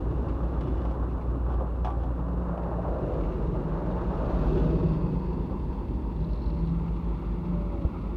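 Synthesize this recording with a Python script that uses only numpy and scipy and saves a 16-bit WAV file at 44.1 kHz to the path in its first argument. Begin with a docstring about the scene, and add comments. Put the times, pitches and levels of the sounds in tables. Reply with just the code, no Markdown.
"""First you hear a container trailer rattling away from a phone at the roadside. Two box trucks go by
close, then a tall goods truck comes the other way. Diesel exhausts drone and beat against each other,
fuel injectors clatter with the firings, and tyres roar on the rough asphalt. Bumps make the steel
walls ring and the loose chains jingle."""
import sys
import numpy as np
from scipy import signal
from scipy.fft import rfft, irfft, next_fast_len
from scipy.io import wavfile
from scipy.ndimage import uniform_filter1d, map_coordinates

SR = 44100
rng = np.random.default_rng(int(sys.argv[2]) if len(sys.argv) > 2 else 0)


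def store_wav(level_fs):
    """Save 16-bit WAV to argv[1]."""
    pcm = np.round(np.clip(np.atleast_2d(level_fs), -1, 1) * 32767)
    wavfile.write(sys.argv[1], SR, pcm.T.astype(np.int16))


N = 359856
T = np.arange(N) / SR

# The four trucks in order. Each row: when it is alongside, how long it takes to pass, how early its
# roar and its thud peak (all in seconds), then rumble, roar, grit, clatter, thud and cab levels in dB.
PASSES = [(.1, 0.96, -0.59, 0.063, -32, -42.5, -84.5, -65.5, -51.5, -49),
          (3.24, 0.33, 0.45, -0.17, -33.5, -40, -82.5, -64, -32, -41),
          (4.55, 0.37, 0.38, 0.021, -31, -37, -79.5, -59, -28, -34.5),
          (7.4, 2.53, -0.095, 0.73, -36, -48.5, -86.5, -63.5, -36, -53.5)]
# The body screens the engine, so its thud and drone fade faster with distance than the tyres do.
ENGINE_FALLOFF, TYRE_FALLOFF = 1.97, 1.21


def passing(levels_db, reach, lead_s=0, falloff=1):
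    """Loudness of one part of all the trucks as they come and go; a larger reach stays loud longer."""
    alongside_s, passing_s, *_ = np.transpose(PASSES)
    along_road = (T - (alongside_s - lead_s)[:, None]) / (reach * passing_s[:, None])
    return np.sqrt(undb(2 * levels_db) @ (1 + along_road ** 2) ** -falloff)


# The nearest engine. Each row: time in seconds, crankshaft turns per second, exhaust level in dB.
NEAR_ENGINE = [(0, 21.98, -41), (1.3, 22.34, -61), (2.7, 22.79, -47.5), (3.3, 22.76, -38.5),
               (3.8, 22.79, -37), (4.25, 22.74, -47.5), (4.55, 22.44, -33), (4.85, 22.54, -27.5),
               (5.2, 22.37, -36), (5.6, 22.6, -46.5), (6.05, 23.16, -51), (6.23, 23.27, -32),
               (6.38, 23.5, -43), (6.66, 23.79, -29.5), (6.9, 23.91, -33.5), (7.17, 24.36, -42),
               (7.28, 24.36, -38.5), (7.38, 24.73, -34.5), (7.55, 25.15, -29), (7.72, 25.08, -42.5),
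               (8.16, 24.74, -41.5)]
# Tones of the exhaust pipe and the cab. Each row: multiple of the crankshaft speed, relative dB.
PIPE_TONES = [(6, -8), (7, 4.5), (8, -14.5)]
CAB_TONES = [(4, -3.5), (5, -15), (10, -14.5), (11, -4), (12, -4), (14, -11), (15, -12), (16, -2), (17, -8),
             (18, -13.5), (21, -8.5), (27, -13.5), (28, -11.5)]


def near_diesel(cab_lag_s=.19):
    """Four cylinders fire twice a turn: they thud, and make the exhaust pipe and the cab drone."""
    _, _, _, thud_lead_s, *_, clatter_db, thud_db, cab_db = np.transpose(PASSES)
    hz, pipe_db = curves(NEAR_ENGINE)
    crank = turns(hz * (1 + .005 * drift(16)))
    thud_gain = passing(thud_db, reach=.81, lead_s=thud_lead_s, falloff=ENGINE_FALLOFF)
    thud = thud_gain * undb(.63 * drift(15)) * tone(2 * crank)
    pipe = undb(pipe_db + drift(9) + 1.7 * drift(24)) * harmonics(crank, PIPE_TONES, waver_db=-.1)
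    cab_gain = passing(cab_db, reach=1.09, lead_s=-cab_lag_s, falloff=ENGINE_FALLOFF)
    cab = cab_gain * harmonics(crank, CAB_TONES, waver_db=5)
    return thud + pipe + cab + injectors(crank, clatter_db)


# Notes of the engine block. Each row: pitch in Hz, relative dB, ring time in seconds.
BLOCK_NOTES = [(2540, -1, 0.033), (2680.5, -0.5, 0.035), (3320, -7, .03), (3560, -8.5, .025),
               (4250, -6, .015), (4600, 0, .022), (5200, -8, .008)]
# Clatter of the first box truck, the second alongside and leaving, and the oncoming truck.
# Each row: frequency in Hz, relative dB.
CLATTER_FIRST = [(1700, 0.5), (2300, -2.5), (2800, 2), (3100, -6.5), (3500, -5), (4200, -8.5),
                 (5000, -14.5), (6500, -20.5)]
CLATTER_ALONGSIDE = [(1700, -7), (2100, -5.5), (2700, 3), (3050, -3), (3800, -3), (4600, -9), (5300, -13.5),
                     (6500, -17)]
CLATTER_LEAVING = [(1700, 1), (2100, 2.5), (2400, -3), (2700, 3), (3000, -6), (3450, -2.5), (3900, -8.5),
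                   (4250, -5), (4600, -5.5), (5150, -13.5), (6500, -22)]
CLATTER_ONCOMING = [(1700, -2.5), (2250, -3.5), (2450, -5.5), (2700, 0.5), (3000, -9.5), (3450, -6),
                    (3900, -10), (4500, -11.5), (5000, -17.5), (6500, -25.5)]


def injectors(crank, clatter_db, block_db=-68):
    """The clatter jumps at each firing; the engine block rings as the second box truck goes by."""
    since_firing = (crank / np.pi) % 1
    kick = 1 + .5 * np.exp(-since_firing / .054)
    bursts = unit(kick * undb(drift(90) + .64 * np.cos(crank)))
    block = undb(block_db) * swell(4.8, half_s=.42) * ringing(bursts, BLOCK_NOTES)
    colours = [CLATTER_FIRST, CLATTER_ALONGSIDE, CLATTER_LEAVING, CLATTER_ONCOMING]
    clatter = gliding_noise(colours, times_s=[3.5, 4.45, 5, 6.5])
    return block + passing(clatter_db, reach=.86) * bursts * clatter


# Frame rumble and tyre roar of each kind of truck, then grit. 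Each row: frequency in Hz, relative dB.
RUMBLE_TRAILER = [(20, -11.5), (32, -2), (45, -2.5), (75, 4.5), (110, 2), (155, 2), (200, -6.5),
                  (260, -2.5), (350, -3), (450, -10), (600, -26), (800, -25)]
RUMBLE_BOX = [(20, -17.5), (32, 0), (45, 2), (75, 4.5), (100, 0.5), (135, 3.5), (180, 3.5), (250, -4),
              (340, 1), (450, -5.5), (600, -13.5), (800, -36)]
RUMBLE_GOODS = [(20, -13), (32, -3), (45, -4), (75, 4), (110, 2), (170, 0.5), (235, -1.5), (285, -3.5),
                (350, -2.5), (450, -13.5), (600, -15.5), (800, -29)]
ROAR_TRAILER = [(400, -7.5), (530, 3), (700, -4.5), (880, -3.5), (1150, -5), (1550, -17), (1900, -26.5),
                (2300, -43.5)]
ROAR_BOX = [(400, -6.5), (480, -0.5), (620, 0.5), (720, -6.5), (900, -2.5), (1150, -6.5), (1600, -18),
            (1950, -27), (2400, -35)]
ROAR_GOODS_FAR = [(420, 2.5), (510, -0.5), (590, -15), (680, -15.5), (790, -3.5), (940, 2), (1100, -6),
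                  (1300, -13), (1700, -22.5), (2200, -39)]
ROAR_GOODS_NEAR = [(420, -9), (510, -3), (680, -10), (790, 0), (940, 1), (1100, -1), (1330, -4.5),
                   (1520, -16), (1700, -28.5), (2200, -16)]
GRIT = [(3500, -25.5), (5500, -0.5), (7000, 0.5), (9000, -9), (12000, -11), (15500, -16)]


def tyres():
    """Rough asphalt shakes the truck's frame; the tread roars along the road and flicks up grit."""
    _, _, lead_s, _, rumble_db, roar_db, grit_db, *_ = np.transpose(PASSES)
    rumble_colours = [RUMBLE_TRAILER, RUMBLE_BOX, RUMBLE_BOX, RUMBLE_GOODS]
    roar_colours = [ROAR_TRAILER, ROAR_BOX, ROAR_BOX, ROAR_GOODS_FAR, ROAR_GOODS_FAR, ROAR_GOODS_NEAR]
    rumble = gliding_noise(rumble_colours, times_s=[2.2, 3, 4.7, 5.6])
    roar = gliding_noise(roar_colours, times_s=[1.9, 3.8, 4.7, 5.2, 6.2, 7.8])
    specks = unit(undb(2 * rng.exponential(size=N)))
    grit = noise(GRIT, specks) * passing(grit_db, reach=.8)
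    rumble *= passing(rumble_db, reach=1.47, falloff=TYRE_FALLOFF) * undb(.65 * drift(14))
    roar *= passing(roar_db, reach=1.19, lead_s=lead_s, falloff=TYRE_FALLOFF) * undb(drift(25))
    return rumble + roar + grit


# Howls of the box trucks' tyres, then brief whines and hums of the passing engines and tyres.
# Each row: middle and half length in seconds, pitch in Hz, fall in Hz per second, level in dB.
HOWLS = [(2.621, .15, 635, 30, -42.5), (2.779, .14, 800, 400.6, -47.5), (3.04, 0.24, 534.5, 379.8, -36.5),
         (4.258, 0.16, 640, 29.82, -44.5)]
WHINES = [(2.231, 0.12, 276.5, 9.5, -44.5), (5.65, 0.34, 251.3, 25, -45), (4.45, .45, 622, 30, -50.5),
          (4.632, 0.055, 359, 6.1, -40.5), (4.85, 0.046, 354.4, 12.66, -35), (4.63, 0.067, 1485, 60, -56),
          (6.45, 0.23, 590, 86, -53), (7.35, 0.46, 338, 10, -48), (7.68, 0.19, 577, 112, -48)]


def howls_and_whines():
    """Tyres howl, and engines and tyres briefly whine and hum, all sliding down in pitch."""
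    blur = noise([(8, 1), (70, 2), (150, -6), (260, -8)])  # smears a tone into a band of noise
    flutter = undb(2.3 * drift(20))
    wobble = 1 + .0039 * drift(40)
    howl = sum(undb(db) * swell(s, half_s) * tone(turns(falling(s, hz, fall)))
               for s, half_s, hz, fall, db in HOWLS)
    whine = sum(undb(db) * held(s, half_s) * tone(turns(falling(s, hz, fall) * wobble))
                for s, half_s, hz, fall, db in WHINES)
    return blur * howl + flutter * whine


# Knocks on bumps. Each row: start in seconds, wall level in dB, wall brightness in dB per octave,
# jangle level in dB, jangle fade time in seconds, clunk level in dB.
KNOCKS = [(.294, -46, 11, -63, 0.14, -49), (.432, -53, -6, -64, .1, -34.5), (.609, -45, 9, -53, 0.15, -52),
          (.672, -43.5, 14, -61, .3, -54), (.851, -42.5, 12, -56.5, .15, -50),
          (.91, -46, 8, -58.5, 0.2, -46), (1.465, -44, 14, -70, .1, -50), (1.503, -40.5, 13, -64, .3, -42),
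          (1.54, -41, 4, -69, .1, -46), (1.607, -41.5, -3, -65, .12, -28.5),
          (1.847, -33.5, -6, -47.5, 0.18, -44), (1.873, -34, 3, -68, .1, -48),
          (1.902, -42, 6, -61, .14, -54), (2.034, -41.5, -2, -58, 0.14, -49),
          (5.497, -46.5, 14, -72, .1, -47), (5.516, -50, 10, -69, .1, -42.5),
          (5.727, -58, 18, -70, .08, -55)]
# Notes of the walls, chain links and load bed. Each row: pitch in Hz, relative dB, ring time in seconds.
WALL_NOTES = [(541, -15.5, 0.2), (660, -4.5, 0.28), (737, 1, 0.22), (795, -5.5, .5), (855, -1, 0.25),
              (959, -7.5, 0.22), (1046, -7.5, 0.3), (1159, -4.5, 0.26), (1333, -10.5, 0.13),
              (1493, -15.5, 0.12)]
LINK_NOTES = [(2770, -0.5, .08), (2950, 1.5, 0.1), (3370, 0, 0.066), (3560, -3.5, .05), (4200, -7, .04),
              (4760, -10, 0.07), (5260, -12, 0.065), (6780, -18.5, .05), (7150, -17.5, .05)]
BED_NOTES = [(518, 0.5, .11), (810, -4.5, .04), (1130, -8, .05)]
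# A bright jangle and a dull clunk. Each row: frequency in Hz, relative dB.
JANGLE = [(1500, 11.5), (2000, 3.5), (2350, 4), (2850, 2), (3100, 0.5), (3450, 1.5), (4150, -8),
          (5000, -11.5), (6000, -10), (6700, -22.5), (8600, -19.5), (11000, -30)]
CLUNK = [(300, -12), (450, 1.5), (540, 3), (680, -6.5), (1200, -10.5), (1600, -32.5)]


def knocks(links_db=-7, clunk_db=-3, crack_db=-8, pivot_hz=900):
    """Bumps clunk a load bed, ring its steel walls and set its chains and latches jingling."""
    walls = np.zeros(N)
    for s, db, brightness, *_ in KNOCKS:  # lighter knocks mostly ring the higher notes
        notes = [(hz, note_db + brightness * np.log2(hz / pivot_hz), ring_s)
                 for hz, note_db, ring_s in WALL_NOTES]
        walls += struck([(s, db)], notes, scatter_db=1.2)
    walls = uniform_filter1d(walls, size=14)  # a heavy contact lasts a moment, which dulls the ring
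    links = struck([(s, db + links_db) for s, _, _, db, *_ in KNOCKS], LINK_NOTES, scatter_db=1)
    bed = struck([(s, db) for s, *_, db in KNOCKS], BED_NOTES, scatter_db=.8, attack_s=.001)
    shaking = sum(undb(db) * (fade(s, fade_s) + undb(crack_db) * fade(s, .025))
                  for s, _, _, db, fade_s, _ in KNOCKS)
    jangle = noise(JANGLE, shaking * undb(1.2 * drift(220)))
    clunks = noise(CLUNK, sum(undb(db + clunk_db) * fade(s, .16) for s, *_, db in KNOCKS))
    return walls + links + bed + jangle + clunks


def thump(at_s=7.848, low_hz=62, slap_hz=165):
    """One dull bump: a woody knock, a quick slap and a few low swings."""
    age = T - at_s
    low = undb(-15.5) * fade(at_s, .14) * np.sin(2 * np.pi * low_hz * age)
    slap = undb(-18) * fade(at_s, .045) * np.sin(2 * np.pi * slap_hz * age)
    knock = noise([(200, -5.5), (450, 2.5), (650, -1.5)], undb(-27) * fade(at_s, .024))
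    return uniform_filter1d(low - slap, size=40) + knock


def cab_boom(hz=390, db=-27, at_s=4.555, half_s=.029):
    """A brief rough boom as the second box truck's cab comes alongside."""
    loudness = undb(db + 1.9 * drift(89.7)) * swell(at_s, half_s)
    return loudness * tone(turns(hz * (1 + .058 * drift(110))))


# Clacks. Each row: start in seconds, level in dB, fade time in seconds.
CLACKS = [(.285, -55.5, 0.14), (1.095, -64, .2), (1.21, -61, .15), (2.577, -55, .04), (2.635, -59, .05),
          (3.139, -55, 0.069), (3.21, -57, 0.071), (3.234, -57, 0.18), (3.32, -60, .1)]
# Their colour. Each row: frequency in Hz, relative dB.
CLACK_COLOUR = [(1900, -2), (2250, 4.5), (2500, 3), (2850, 1), (3150, -7), (3500, -10), (4700, -12.5),
                (6500, -22)]


def clacks():
    """The truck bodies clack in short, dry bursts."""
    return noise(CLACK_COLOUR, sum(undb(db) * fade(s, fade_s) for s, db, fade_s in CLACKS))


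# Ticks of a loose fitting. Each row: start in seconds, level in dB, pitch in Hz.
TICKS = [(6.206, -57, 3960), (6.226, -61, 3900), (6.245, -56.5, 3920), (6.31, -59, 3990),
         (6.331, -51, 4100), (6.356, -59, 3863), (6.375, -58, 4020), (6.396, -61, 4150), (6.419, -54, 4060),
         (6.437, -57, 4350), (6.460, -54.5, 4100), (6.481, -57, 4120), (6.502, -55.5, 4130),
         (6.546, -65, 4256), (6.569, -64, 4100), (6.589, -59, 4220), (6.608, -62, 4090), (6.673, -56, 4090),
         (6.694, -58, 3960)]
# The colour of its tap. Each row: frequency in Hz, relative dB.
TAP_COLOUR = [(2600, -15.5), (3500, -6), (4050, 3), (4300, 3.5), (4650, -2), (4950, -10), (5300, -9),
              (6500, -28)]
# Its notes. Each row: multiple of the tick's pitch, relative dB, ring time in seconds.
FITTING_NOTES = [(.95, -3.5, .022), (1, 1, .03), (1.06, -2.5, .024), (1.11, -9, .02), (1.31, -12, .04)]


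def fitting_ticks(ring_db=.5, tap_db=-10):
    """A loose fitting taps and rings briefly: tight, bright chinks, each at its own pitch."""
    taps = noise(TAP_COLOUR, sum(undb(db) * fade(s, .02) for s, db, _ in TICKS))
    rings = np.zeros(N)
    for s, db, hz in TICKS:
        notes = [(hz * ratio, note_db, ring_s) for ratio, note_db, ring_s in FITTING_NOTES]
        rings += struck([(s, db)], notes, scatter_db=2, attack_s=.0008)
    return undb(tap_db) * taps + undb(ring_db) * rings


# Spells of shivering chains. Each row: middle and half length in seconds, level in dB.
SHIVERS = [(.7, 0.89, -78), (.74, 0.12, -66.5), (1.525, .022, -64), (2.01, 0.018, -68), (4.578, 0.018, -56),
           (6.48, .18, -73)]


def chain_shiver(flutter_db=2.5, jingle_db=-5, fitting_db=-69.5):
    """Chains, latches and the loose fitting chatter in many tiny contacts; the links keep ringing."""
    contacts = unit(undb(flutter_db * drift(200)))
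    chains = contacts * sum(undb(db) * swell(s, half_s) for s, half_s, db in SHIVERS)
    fitting = contacts * undb(fitting_db) * swell(6.46, half_s=.18)
    jingle = noise(JANGLE, chains) + undb(jingle_db) * ringing(chains, LINK_NOTES)
    return jingle + noise(TAP_COLOUR, fitting)


# Gear whines. Each row: middle and half length in seconds, pitch in Hz, level in dB.
GEAR_WHINES = [(4.75, 0.38, 2536, -70.5), (4.7, .3, 2659, -73)]


def gear_whine(wobble=.005, flutter_db=2.5):
    """The second box truck's gears give thin, unsteady whines."""
    return sum(undb(db + flutter_db * drift(25)) * swell(s, half_s)
               * tone(turns(hz * (1 + wobble * drift(110)))) for s, half_s, hz, db in GEAR_WHINES)


def sizzle(db=-82, at_s=4.47, half_s=.16):
    """A thin, very high sizzle as the second box truck comes alongside."""
    loudness = undb(db + 2.5 * drift(45)) * swell(at_s, half_s)
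    return noise([(12400, -2), (13400, 2), (14400, -5.5)], loudness)


# A heavy engine. Each row: time in seconds, firings per second, level in dB, third harmonic in dB.
HEAVY_ENGINE = [(0, 62.37, -35, -54), (.5, 59.58, -30, -45), (1.6, 59.42, -28.5, -53.5),
                (2.05, 58.67, -30.5, -44), (2.4, 59.3, -31, -37), (2.9, 58.46, -33.5, -43.5),
                (3.7, 58.84, -37.5, -46.5), (4.3, 60.5, -31, -36), (4.8, 59.16, -33.5, -39.5),
                (5.25, 60.6, -35.5, -33.5), (5.7, 64.4, -38.5, -45.5), (6.6, 67.06, -35, -46),
                (7.2, 71.01, -44.5, -67.5), (8.16, 72.4, -46, -44.5)]
# Another far engine. Each row: time in seconds, firings per second, level in dB.
OTHER_ENGINE = [(0, 53, -33.5), (2.8, 51.04, -46), (4.6, 52.42, -38), (5.6, 53.17, -37.5), (6.3, 54.1, -32),
                (7.1, 54, -32), (7.7, 52.28, -33.5), (8.16, 52.6, -38)]


def far_engines():
    """Two exhausts down the road beat against each other; only their lowest tones carry."""
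    hz, db, third_db = curves(HEAVY_ENGINE)
    firing = turns(hz * (1 + .0034 * drift(12)))
    heavy = undb(db + drift(9.3)) * (tone(firing) + undb(-16) * tone(2 * firing))
    heavy += undb(third_db + 2.2 * drift(3.93)) * tone(3 * firing)
    hz, db = curves(OTHER_ENGINE)
    return heavy + undb(db) * tone(turns(hz * (1 + .0049 * drift(8))))


# Background hiss. Each row: frequency in Hz, relative dB.
HISS_COLOUR = [(3000, -6), (6000, -3.5), (9000, 2.5), (10500, -4), (11500, 0.5), (15500, -3)]


def hiss(db=-80):
    """A faint, even hiss behind the traffic."""
    return undb(db) * noise(HISS_COLOUR)


def undb(db):
    """Turn decibels into a multiplier."""
    return 10 ** (np.asarray(db) / 20)


def unit(x):
    """Scale to an average strength (rms) of 1."""
    return x / np.sqrt(np.mean(x ** 2))


def curves(rows):
    """Join each column of a table by straight lines in time."""
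    s, *columns = np.transpose(rows)
    return [np.interp(T, s, column) for column in columns]


def drift(rate):
    """Wander smoothly through `rate` random values a second, with a typical size of 1."""
    points, coarse_s = rng.standard_normal(4096), T[::16]
    smooth = map_coordinates(points, [coarse_s * rate], order=3, mode="wrap")
    return unit(np.interp(T, coarse_s, smooth))


def turns(hz):
    """The growing angle of something turning at hz."""
    return 2 * np.pi * np.cumsum(hz) / SR


def tone(phase):
    """A pure tone of strength 1 with a random starting angle."""
    return np.sqrt(2) * np.sin(phase + rng.uniform(0, 2 * np.pi))


def harmonics(phase, table, waver_db):
    """Tones at whole multiples of a shaft's speed, each wavering on its own."""
    return unit(sum(undb(db + waver_db * drift(7)) * tone(round(k) * phase) for k, db in table))


def falling(s, hz, hz_per_s):
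    """A pitch that falls steadily in the second before and after time s."""
    return hz - hz_per_s * np.clip(T - s, -1, 1)


def fade(s, fade_s):
    """Loudness of a blow at time s that dies away by 60 dB in fade_s."""
    envelope = np.zeros(N)
    span = slice(*np.searchsorted(T, [s, s + 2 * fade_s]))
    envelope[span] = np.exp(-np.log(1000) * (T[span] - s) / fade_s)
    return envelope


def swell(s, half_s):
    """A smooth rise and fall around time s."""
    return np.exp(-((T - s) / half_s) ** 2 / 2)


def held(s, half_s):
    """Rise quickly, hold around time s and stop quickly."""
    return np.exp(-((T - s) / half_s) ** 4 / 2)


def noise(colour, envelope=1):
    """Noise shaped first in loudness, then in colour: how strong each frequency is, as (Hz, dB) rows."""
    white = envelope * rng.standard_normal(N)
    hz, db = np.transpose(colour)
    size = next_fast_len(N, real=True)
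    octave, points = np.log2(np.fft.rfftfreq(size, 1 / SR) + 1), np.log2(hz)
    octaves_outside = np.abs(octave - np.clip(octave, points[0], points[-1]))
    gain = undb(np.interp(octave, points, db) - 48 * octaves_outside)
    return irfft(rfft(white, size) * unit(gain), size)[:N]


def gliding_noise(colours, times_s):
    """Noise that glides from one colour to the next as the trucks move."""
    shares = [np.interp(T, times_s, row) for row in np.eye(len(times_s))]
    return sum(np.sqrt(share) * noise(colour) for share, colour in zip(shares, colours))


def struck(hits, notes, scatter_db, attack_s=.0001):
    """Each (seconds, dB) hit rings the notes; it lands on a new spot each time, so their mix varies."""
    age, out = T[:SR // 2], np.zeros(N + SR)
    rings = np.array([undb(db) * np.sin(2 * np.pi * hz * age) * np.exp(-np.log(1000) * age / ring_s)
                      for hz, db, ring_s in notes])
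    for s, db in hits:
        mix = rng.choice([-1, 1], len(notes)) * undb(db + scatter_db * rng.standard_normal(len(notes)))
        start = int(s * SR)
        out[start:start + len(age)] += mix @ rings * (1 - np.exp(-age / attack_s))
    return out[:N]


def ringing(drive, notes):
    """Many tiny contacts, as strong as the drive, keep a set of notes ringing."""
    ring = struck([(0, 0)], notes, scatter_db=0)[:SR // 2]
    return signal.fftconvolve(drive * rng.standard_normal(N), ring / np.linalg.norm(ring))[:N]


def scene():
    """Engines, tyres and rattles over a faint hiss, in one channel."""
    engines = far_engines() + near_diesel() + cab_boom() + gear_whine()
    road = tyres() + howls_and_whines()
    rattles = knocks() + clacks() + fitting_ticks() + chain_shiver() + sizzle() + thump()
    return (engines + road + rattles + hiss())[None]


def record(dry, fade_in_s=.005, top_hz=15750):
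    """The sound fades in quickly and the highest treble is cut."""
    fade_in = np.minimum(T / fade_in_s, 1)
    treble_cut = signal.ellip(10, .2, 80, top_hz, fs=SR, output="sos")
    return signal.sosfilt(treble_cut, fade_in * dry)


dry = scene()
out = record(dry)
store_wav(out)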